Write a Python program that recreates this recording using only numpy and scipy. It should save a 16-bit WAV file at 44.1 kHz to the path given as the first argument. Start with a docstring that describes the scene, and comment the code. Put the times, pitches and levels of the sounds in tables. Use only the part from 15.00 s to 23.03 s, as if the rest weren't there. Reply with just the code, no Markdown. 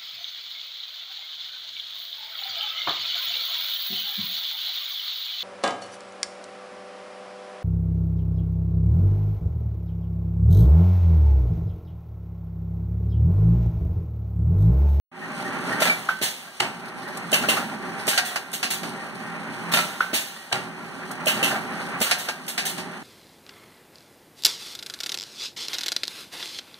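"""An air-powered machine cuts and folds cloth, heard from close by in a workshop.
Each of its two cycles has the same steps (cut, restart, fold, press, return, clamp), made of air
puffs, valve ticks, piston kicks and steel parts clacking against their stops. Under them the feed
rollers rumble and rattle over a humming motor, and the cloth hisses and scrapes. After the cutter's
hollow knock the feed runs down, until the restart sets it going again."""
import sys
import numpy as np
from scipy import signal
from scipy.fft import rfft, irfft, next_fast_len
from scipy.io import wavfile
from scipy.ndimage import map_coordinates

SR = 44100
rng = np.random.default_rng(int(sys.argv[2]) if len(sys.argv) > 2 else 0)


def inscribe(sig):
    """Save sig as 16-bit PCM at rate SR to the path in sys.argv[1].

    A 1-D sig is mono; a 2-D sig holds one channel per row.
    Samples are clipped to [-1, 1] before scaling.
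    """
    pcm = np.round(np.clip(np.atleast_2d(sig).T, -1, 1) * 32767)
    wavfile.write(sys.argv[1], SR, pcm.astype(np.int16))


N = 354123

# when the machine starts each step: t/s, step name, strength/dB
STEPS = [(.800, "cut", -1.5), (1.598, "restart", 0.5), (2.172, "fold", 1), (3.068, "press", -1),
         (3.357, "return", 0.5), (3.527, "clamp", .5), (4.717, "cut", -0.5), (5.522, "restart", -1.5),
         (6.113, "fold", 0), (7.003, "press", -2), (7.285, "return", -0.5), (7.476, "clamp", 0)]
# the notes a folding arm rings with: f/Hz, level/dB, t60/s (the time to fade by 60 dB)
ARM_NOTES = [(728, -9.5, 0.62), (824, -13, .2), (1126, -5, 0.22), (1407, 1.5, 0.12), (1517, -2.5, 0.18),
             (1602, 1, 0.29), (1710, -7, 0.17), (1790, -5.5, 0.25), (1900, -7.5, 0.56), (2035, -15, 0.26),
             (2300, -4, .18), (3150, -8, 0.1), (3540, -10, 0.088), (4050, -11, 0.1), (4700, -7, .12)]
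# the tone colour of a knock on the frame: f/Hz, level/dB
KNOCK_COLOUR = [(120, -65), (400, -5), (620, 6.5), (800, 8.5), (1050, 1), (1400, 5), (1900, 1.5),
                (2600, -13), (6000, -24)]


def amp(db):
    """Turn decibels into a number to multiply by."""
    return 10 ** (np.asarray(db) / 20)


def unit(x):
    """Scale a sound to an average strength (rms) of 1."""
    return x / np.sqrt(np.mean(x ** 2) + 1e-20)


def along(points, hz):
    """Read between (frequency, value) points, with octaves evenly spaced."""
    freqs, values = np.transpose(points)
    return np.interp(np.log(hz + 1), np.log(freqs + 1), values)


def wobble(rate):
    """A smooth curve through `rate` random points a second."""
    return map_coordinates(rng.standard_normal(int(N * rate / SR) + 4), [np.arange(N) * rate / SR])


def filtered(x, response):
    """Turn each frequency of x up or down by response(hz)."""
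    size = x.shape[-1]
    padded = next_fast_len(size + SR // 4)
    return irfft(rfft(x, padded) * response(np.fft.rfftfreq(padded, 1 / SR)), padded)[..., :size]


def noise(colour, size):
    """Two unrelated noises with a tone colour given as f/Hz, level/dB."""
    return unit(filtered(rng.standard_normal((2, size)), lambda hz: amp(along(colour, hz))))


def fall(t, t60, attack):
    """Rise in about `attack` seconds and fade by 60 dB every `t60` seconds."""
    return amp(-60 * t / t60) * (1 - np.exp(-t / attack))


def ring(notes, t, scatter_db, blur_hz=3, attack=0.00034):
    """A struck part's notes, at new strengths for every blow; loose joints make their pitches stray."""
    out = np.zeros((2, len(t)))
    for hz, db, t60 in notes:
        loudness = amp(db + scatter_db * rng.standard_normal((2, 1))) * fall(t, t60, attack)
        turns = hz * t + rng.random((2, 1))
        stray_hz = blur_hz * np.interp(t, np.linspace(0, t[-1], 80), rng.standard_normal(80))
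        out += loudness * np.sin(2 * np.pi * (turns + np.cumsum(stray_hz) / SR))
    return out


def add(track, start, sound):
    """Mix a sound into the track at `start` seconds."""
    part = track[:, round(start * SR):][:, :sound.shape[-1]]
    part += sound[..., :part.shape[-1]]


def played(pattern):
    """Repeat a step's rows each time it starts, giving t/s, step strength/dB, the other columns."""
    return [(start + delay, strength_db, *rest) for start, step, strength_db in STEPS
            for name, delay, *rest in pattern if name == step]


def workshop(x):
    """The room's echo, in which high sounds die sooner than low ones."""
    # how long the echo lasts: f/Hz, t60/s
    echo_times = [(150, 0.67), (1500, 0.56), (5000, 0.33), (15000, 0.17)]
    hz, t, spectrum = signal.stft(rng.standard_normal((2, SR // 2)), SR, nperseg=256)
    tail = signal.istft(spectrum * amp(-60 * t / along(echo_times, hz)[:, None]), SR, nperseg=256)[1]
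    late_tail = np.pad(tail / np.linalg.norm(tail[0]), ((0, 0), (SR // 150, 0)))
    return signal.fftconvolve(x, late_tail, axes=1)[:, :N]


def casing(x, echo_db, count=12):
    """Nearby steel panels send back quick echoes, which make the treble tinny."""
    delays = rng.uniform(.001, .014, count)
    signs = rng.choice([-1, 1], count)
    echoes = sum(sign * np.pad(x, ((0, 0), (round(delay * SR), 0)))[:, :N]
                 for delay, sign in zip(delays, signs))
    bright = signal.sosfilt(signal.butter(2, 2500, "high", fs=SR, output="sos"), echoes)
    return x + amp(echo_db) * bright / np.sqrt(count)


def stereo(pair, repeat_hz=2480):
    """Turn middle and side into left and right: in step low down, in and out of step higher up."""
    # how closely left and right follow or oppose each other: f/Hz, share from 0 to 1
    likeness = [(30, 0.074), (120, 0.44), (220, 0.86), (380, 0.59), (600, 0.8), (1200, 0.99), (2500, 0.96),
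                (3700, 0.71), (5000, 0.92), (6200, 0.59), (7500, 0.82), (10000, 0.11), (15000, 0.68)]
    # how much louder the left is than the right: f/Hz, level/dB
    balance = [(60, 5), (150, -1.5), (5000, -1.1), (8500, 0), (10500, -2), (13000, -7)]

    def spread(hz):
        swing = -np.cos(2 * np.pi * np.maximum(hz / repeat_hz, .5))
        alike = np.clip(along(likeness, hz), 0, .99) * swing
        return np.sqrt([(1 + alike) / 2, (1 - alike) / 2])
    middle, side = filtered(pair, spread)
    left_right = np.array([middle + side, middle - side])
    return filtered(left_right, lambda hz: amp(np.outer([.5, -.5], along(balance, hz))))


def frame(hz):
    """The frame passes on all shaking and boosts the pitches it naturally rings at."""
    # the frame's own pitches: f/Hz, width/Hz, level/dB
    peaks = [(178.3, 11.5, 4), (217, 37, -1), (358.6, 7.3, -0.5), (612, 16.4, 6.5), (787, 5.3, 14),
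             (808, 12, 1.5), (1382, 18, 2.5), (1847, 13, 8.5)]
    return 1 + sum(amp(db - 4) * 1j * hz * width / (centre ** 2 - hz ** 2 + 1j * hz * width)
                   for centre, width, db in peaks)


def feed_levels(cycle_s=3.924):
    """The feed's rumble, rattle and hiss in dB: alike in each cycle, louder when it drags harder."""
    # one cycle, counted from the restart: t/s, rumble/dB, rattle/dB, cloth hiss/dB
    cycle = [(0, -47, -48, -40), (.035, -38, -37, -50), (.22, -42.5, -39, -51), (.68, -39.5, -35, -46),
             (.92, -33, -28.5, -39), (1.08, -37.5, -35.5, -48), (1.44, -38.5, -33, -47),
             (1.56, -48, -34, -34), (1.86, -46.5, -41, -52), (2.02, -45, -42.5, -46.5),
             (2.21, -41, -39, -48), (2.28, -35.5, -38, -39), (2.39, -40.5, -36, -48.5),
             (2.98, -39.5, -35, -47), (3.14, -36, -29, -44), (3.39, -45.5, -38.5, -44),
             (3.74, -53.5, -44.5, -51.5), (3.92, -55.5, -45, -49)]
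    # how hard the feed drags on the cloth: t/s, level/dB
    drag = [(.2, 0), (.47, 3.5), (.74, 4.5), (1.1, -1.5), (2.3, .5), (4.1, 0), (5.5, 0.5), (6.1, -1),
            (6.8, 1.5), (8.03, -1.5)]
    t = np.arange(N) / SR
    first_restart = next(start for start, step, _ in STEPS if step == "restart")
    in_cycle = (t - first_restart) % cycle_s
    drag_db = np.interp(t, *np.transpose(drag))
    times, *levels = np.transpose(cycle)
    return [np.interp(in_cycle, times, level) + drag_db for level in levels]


def motor(load_share=0.96):
    """The motor hums in wavering tones, louder when the feed pulls."""
    # the tones of the hum: f/Hz, level/dB
    tones = [(168, -50), (215, -54.5), (371, -53.5), (775, -54.5), (839, -65), (1163, -53), (1324, -64),
             (1550, -53)]
    out, t = np.zeros((2, N)), np.arange(N) / SR
    rumble_db = feed_levels()[0]
    load_db = load_share * (rumble_db - rumble_db.mean())
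    for hz, db in tones:
        loudness = amp(db + 1.5 + load_db + 3.5 * wobble(7.7))
        out += loudness * np.sin(2 * np.pi * (hz * t + rng.random((2, 1))) + wobble(10))
    return out


def feed(contacts_per_s=900):
    """Rollers and chain shake the frame with countless tiny hits while the cloth slides through."""
    # tone colours of the low rumble, the rattle and the sliding cloth: f/Hz, level/dB
    rumble_colour = [(25, -53), (55, -21), (100, -17), (125, -4.5), (170, -3), (260, 1), (320, -6),
                     (410, -1.5), (480, -23), (900, -6.5), (3000, -64)]
    rattle_colour = [(200, -25), (500, -3.5), (780, -2), (1050, -0.5), (1450, 0.5), (1850, -1.5),
                     (2050, -3), (2450, -2.5), (3000, -13.5), (3600, -21), (6000, -32), (16000, -65)]
    cloth_colour = [(1500, -5), (3000, 8), (3700, 1.5), (4400, 5.5), (5100, -1), (6000, -0.5), (7300, -4.5),
                    (8100, -1.5), (8500, -2.5), (8950, 5), (9700, -6), (12000, -9.5), (15500, -17)]
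    rumble_db, rattle_db, cloth_db = feed_levels()
    contacts = (rng.random(N) < contacts_per_s / SR) * rng.uniform(-1.04, 1, (2, N))
    shaking = unit(contacts) + 1.58 * rng.standard_normal((2, N))
    rattle = unit(filtered(shaking, lambda hz: frame(hz) * amp(along(rattle_colour, hz))))
    rumble = unit(filtered(noise(rumble_colour, N), frame))
    rumble *= amp(rumble_db + 0.5 + wobble(30))
    rattle *= amp(rattle_db - 1 + 1.6 * wobble(25))
    cloth_loudness = amp(cloth_db - 0.5 + 1.5 * wobble(14) + 1.33 * wobble(150))
    return rumble + rattle + cloth_loudness * casing(noise(cloth_colour, N), echo_db=-4)


def dry_roller(pitch_hz=1855, width_hz=40, swell_s=0.025):
    """A dry roller rubs and squeaks in short swells of one rough note."""
    # the peak of each squeak: t/s, level/dB
    squeaks = [(.24, -34), (.47, -31), (.73, -30), (2.07, -40), (4.01, -40), (4.29, -42)]
    t = np.arange(N) / SR
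    swells = sum(amp(db) * np.exp(-((t - peak) / swell_s) ** 2) for peak, db in squeaks)
    note = filtered(rng.standard_normal((2, N)), lambda hz: 1 / (1 + ((hz - pitch_hz) / width_hz) ** 2))
    return swells * unit(note)


def cloth_scrapes(rise_s=0.0034, grain_db=2):
    """The cloth catches on a guide and slips on with a short, grainy rasp."""
    # each slip of the cloth: t/s, level/dB, t60/s
    slips = [(.728, -41, .12), (1.851, -48, .14), (1.88, -41, 0.071), (1.977, -47, .2), (2.018, -46, .16),
             (2.078, -43, .14), (2.931, -49, 0.076), (2.988, -41, .35), (3.888, -40, 0.11),
             (4.145, -51, 0.18), (6.72, -45, .25), (6.806, -47, .3), (6.862, -42, .08)]
    # the rasp's tone colour: f/Hz, level/dB
    rasp_colour = [(1500, -14), (3000, -3), (4100, 9.5), (5500, 4), (7500, -14), (9000, 6), (11500, -6),
                   (15500, -13)]
    out, t = np.zeros((2, N)), np.arange(SR // 4) / SR
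    for start, db, t60 in slips:
        add(out, start, amp(db + 2.5) * fall(t, t60, rise_s) * noise(rasp_colour, len(t)))
    return out * amp(grain_db * wobble(300))


def loose_parts(ring_db=-13):
    """A loose part taps the frame and sets the arms ringing faintly."""
    # each light tap: t/s, level/dB, t60/s
    taps = [(.897, -22, 0.043), (1.475, -39, .08), (2.074, -31.5, 0.18), (2.437, -22, 0.092),
            (2.889, -36, .12), (5.363, -38, .08), (5.514, -31.5, .1), (5.556, -29, .03),
            (6.106, -29.5, 0.11), (6.557, -25, 0.081)]
    out, t = np.zeros((2, N)), np.arange(SR // 4) / SR
    for start, db, t60 in taps:
        tap = fall(t, t60, attack=0.0018) * noise(KNOCK_COLOUR, len(t))
        add(out, start, amp(db) * (tap + amp(ring_db) * ring(ARM_NOTES, t, scatter_db=7)))
    return out


def valve_ticks():
    """The slider inside an air valve ticks as it switches over."""
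    # each tick: step name, delay/s, level/dB
    ticks = [("restart", 0, -39), ("fold", 0, -32), ("fold", .1445, -26.5), ("press", 0, -24),
             ("clamp", -0.011, -39)]
    # a tick's tone colour: f/Hz, level/dB
    tick_colour = [(1500, -9), (4500, -6), (6500, -8), (8100, -1.5), (10000, -3), (12000, -11),
                   (15000, -14)]
    out, t = np.zeros((2, N)), np.arange(SR // 8) / SR
    for start, step_db, db in played(ticks):
        tick = fall(t, t60=0.054, attack=0.00059) * noise(tick_colour, len(t))
        add(out, start, amp(step_db + db + 2) * tick)
    return out


def air_puffs(jet_t60=0.23, spit_db=1.5):
    """A cylinder lets out air: a bright jet leads a hiss that spits and dies as the pressure falls."""
    # each puff: step name, delay/s, level/dB, t60/s, rise/s, extra level for the jet/dB
    puffs = [("cut", 0, -26, 0.41, 0.0024, -10), ("cut", .021, -23, 0.46, 0.0033, -3),
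             ("cut", .419, -20.5, 0.38, 0.005, -1.5), ("cut", 0.52, -41, 1.1, 0.026, -15),
             ("cut", 0.087, -41, 1.6, .03, -17), ("fold", .157, -24.5, 0.37, 0.00089, -1.2),
             ("fold", .3125, -24.5, 0.42, 0.0035, 0), ("press", 0.0091, -20.5, 0.37, 0.0015, -0.5),
             ("press", .18, -31, 0.55, 0.0025, 0.5), ("clamp", .003, -29, 0.24, 0.0012, 0.87),
             ("clamp", .175, -24.5, 0.3, 0.0032, 0)]
    # tone colours of the hiss and the jet: f/Hz, level/dB
    hiss_colour = [(50, -36), (200, -12), (800, -1.5), (1200, -9.5), (1700, 1), (2100, 2), (2900, 3),
                   (3500, 1.5), (4100, 0.5), (4700, -1.5), (5200, -5), (6000, -4.5), (6600, -4), (7200, -5),
                   (8600, -3), (10500, -7), (15500, -11.5)]
    jet_colour = [(4500, -26), (5900, -1.5), (7000, -3.5), (8600, 3), (10200, -4), (11300, -2.5),
                  (12600, -3), (13800, -4.5), (15500, -13.5)]
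    out, t = np.zeros((2, N)), np.arange(SR * 3 // 4) / SR
    for start, step_db, db, t60, rise, jet_db in played(puffs):
        hiss = fall(t, t60, rise) * noise(hiss_colour, len(t))
        jet = amp(jet_db - 5.5) * fall(t, jet_t60, rise) * noise(jet_colour, len(t))
        add(out, start, amp(step_db + db + 3) * (hiss + jet))
    return out * amp(spit_db * wobble(520))


def pistons(barrel_lag_s=.0035):
    """A piston punches its stop, the air inside sounds a hollow note, then the barrel rings."""
    # each kick: step name, delay/s, punch pitch/Hz, punch/dB, hollow note/dB, barrel ring/dB
    kicks = [("cut", .019, 620, -7.5, -21, -26), ("cut", .414, 420, -20, -30, -35),
             ("fold", .153, 600, -23, -19.5, -22), ("fold", .312, 380, -17, -24.5, -22),
             ("press", .008, 430, -6.5, -23.5, -30)]
    # notes of the air in the cylinder and of the barrel around it: f/Hz, level/dB, t60/s
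    air_notes = [(626, 2.5, 0.062), (528, -5, 0.062), (437, -6.5, 0.058), (256, -5, 0.053)]
    barrel_notes = [(2056, -7, 0.32), (2590, 0, 0.26), (2696, 1, .3), (2760, -3, 0.26), (2925, -0.5, 0.29),
                    (3050, -6, 0.3), (3090, -1, 0.18), (4030, -21, 0.092), (5905, -12, 0.08)]
    out, t = np.zeros((2, N)), np.arange(SR // 2) / SR
    for start, step_db, punch_hz, punch_db, hollow_db, barrel_db in played(kicks):
        punch = amp(punch_db) * fall(t, t60=0.012, attack=.0016) * np.sin(2 * np.pi * punch_hz * t)
        hollow = amp(hollow_db + 1.5) * ring(air_notes, t, scatter_db=1.5, blur_hz=10, attack=.0015)
        barrel = ring(barrel_notes, t, scatter_db=-1.5, blur_hz=24.1)
        add(out, start, amp(step_db) * (np.outer([1, 0], punch) + hollow))  # [1, 0]: middle only
        add(out, start + barrel_lag_s, amp(step_db + barrel_db) * barrel)
    return out


def steel_clacks():
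    """A moving part hits its stop: its steel clacks and rings, the frame knocks, the casing thuds."""
    # each hit: step name, delay/s, part name, clack/dB, knock/dB, thud/dB, t60/s, ring/dB
    hits = [("cut", .0198, "carriage", -21, -17.5, -24, 0.054, -27),
            ("cut", .054, "carriage", -26, -22.5, -42, 0.1, -26),
            ("cut", .071, "carriage", -28.5, -30.5, -50, 0.19, -29),
            ("cut", .414, "carriage", -31, -37, -26.5, 0.13, -58),
            ("restart", .0025, "clutch", -22.5, -26, -33, 0.023, -31),
            ("restart", .0055, "clutch", -14, -15, -37, 0.026, -22.5),
            ("restart", .0195, "clutch", -31.5, -28.5, -37.5, 0.31, -42),
            ("restart", .035, "clutch", -40, -28, -39, 0.059, -36),
            ("fold", .17, "arm", -23, -27, -48, 0.055, -33.5),
            ("fold", .253, "arm", -38, -36, -32, 0.19, -54),
            ("fold", .315, "arm", -34, -34, -24, 0.043, -50),
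            ("fold", .393, "arm", -38, -27.5, -36.5, 0.3, -39),
            ("fold", 0.4, "arm", -35, -24, -47, 0.061, -55),
            ("press", 0.0088, "arm", -28, -23, -20, 0.05, -52),
            ("press", 0.062, "arm", -40, -45, -49, .24, -32),
            ("press", .1085, "arm", -16.5, -25.5, -44, 0.12, -24),
            ("return", .001, "arm", -27, -26, -54, .12, -36.5),
            ("clamp", .1015, "arm", -25, -35, -38, 0.22, -34),
            ("clamp", .304, "arm", -36, -34.5, -37, .2, -56)]
    # notes of the knife carriage and of the clutch that starts the feed: f/Hz, level/dB, t60/s
    carriage_notes = [(835, -6, 0.21), (950, -5, 0.15), (1335, -2, .3), (1385, -2, 0.28), (1673, 0, 0.14),
                      (1830, -5, 0.2), (2030, -1, 0.14), (2400, 6, .14), (3140, -4, 0.087),
                      (3380, -11, .12), (3660, 2, .09), (4070, -7, 0.099)]
    clutch_notes = [(128, -13, .2), (366, -13, .2), (806, -4, 0.11), (2104, -6, .06), (2770, -2, .04),
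                    (2990, 0, 0.032), (3900, 4, 0.03), (8400, -10, .035)]
    # tone colours of a steel clack, the clutch's snap and the casing's thud: f/Hz, level/dB
    steel_colour = [(300, -65), (1100, -8), (1600, -2.5), (2600, 7.5), (3400, -3.5), (4000, 0.5),
                    (4700, 1.5), (5300, -4), (8000, -7), (11000, -11.5), (15500, -23)]
    snap_colour = [(300, -60), (1100, -8), (1600, -3), (2200, 5), (3000, 6), (3400, -4), (3950, -5),
                   (4700, -1), (5300, -8), (6300, -9.5), (7300, -10), (8500, -5.5), (10000, -17),
                   (15500, -28)]
    thud_colour = [(25, -70), (85, -33), (122, 0.5), (170, 2), (240, 9), (420, 2), (650, -5.5), (2000, -51)]
    parts = {"arm": (ARM_NOTES, steel_colour), "carriage": (carriage_notes, steel_colour),
             "clutch": (clutch_notes, snap_colour)}
    out, t = np.zeros((2, N)), np.arange(SR // 2) / SR
    for start, step_db, part, clack_db, knock_db, thud_db, t60, ring_db in played(hits):
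        notes, colour = parts[part]
        clack = amp(clack_db + 5) * fall(t, t60, attack=0.00037) * noise(colour, len(t))
        knock = amp(knock_db + 2) * fall(t, t60, attack=0.0016) * noise(KNOCK_COLOUR, len(t))
        thud = amp(thud_db) * fall(t, t60, attack=0.00097) * noise(thud_colour, len(t))
        ringing = amp(ring_db) * ring(notes, t, scatter_db=3, blur_hz=8.8)
        add(out, start, amp(step_db) * (clack + knock + thud + ringing))
    return out


def cutter(pitch_hz=1435, bite_db=-7, chatter_db=-16, peak_s=.004, width_s=.002):
    """The blade bites, knocks with one very short hollow note, then chatters and rings on."""
    # the blade's stroke: step name, delay/s, level/dB
    cuts = [("cut", .288, -7)]
    # the notes the blade rings with: f/Hz, level/dB, t60/s
    blade_notes = [(1320, -15, 0.16), (1425, -3, 0.084), (1535, -8, 0.48), (1600, -14, 0.072)]
    bite_colour = [(100, -60), (500, -32), (1000, -6), (1300, 0), (1700, 1), (2200, -16),
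                   (5000, -32), (15000, -50)]
    chatter_colour = [(100, -55), (400, -23), (1000, -13.5), (1450, -4), (1800, -15), (2200, -12),
                      (4200, -23.5), (8000, -35), (15000, -35)]
    out, t = np.zeros((2, N)), np.arange(SR // 2) / SR
    for start, step_db, db in played(cuts):
        bite = amp(bite_db) * fall(t, t60=0.021, attack=0.00037) * noise(bite_colour, len(t))
        knock = np.exp(-((t - peak_s) / width_s) ** 2) * np.sin(2 * np.pi * pitch_hz * t)
        chatter = amp(chatter_db) * fall(t, t60=0.27, attack=0.0005) * noise(chatter_colour, len(t))
        ringing = ring(blade_notes, t, scatter_db=1.5, blur_hz=1)
        add(out, start, amp(step_db + db) * (np.outer([1, 0], knock) + bite + chatter))
        add(out, start + peak_s + width_s, amp(step_db + db - 9.5) * ringing)
    return out


def scene():
    """The machine's strokes and their echo, over its running noise."""
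    air = amp(-1.5) * casing(air_puffs(), echo_db=-2.5)
    strokes = air + valve_ticks() + casing(steel_clacks(), echo_db=-12) + pistons()
    knife = cutter()
    echo = workshop(amp(-14.5) * strokes + amp(-22) * knife)
    running = feed() + motor() + dry_roller() + cloth_scrapes() + loose_parts()
    return stereo(strokes + knife + echo + running)


def record(dry, low_cut_hz=60, top_hz=15650):
    """Fade the sound in, thin the deep bass and remove the highest treble."""
    fade = np.interp(np.arange(N) / SR, [.114, .118, .18, .24], [0, .15, .65, 1])
    thinned = signal.sosfilt(signal.butter(1, low_cut_hz, "high", fs=SR, output="sos"), dry * fade)
    return filtered(thinned, lambda hz: hz < top_hz)


dry = scene()
out = record(dry)
inscribe(out)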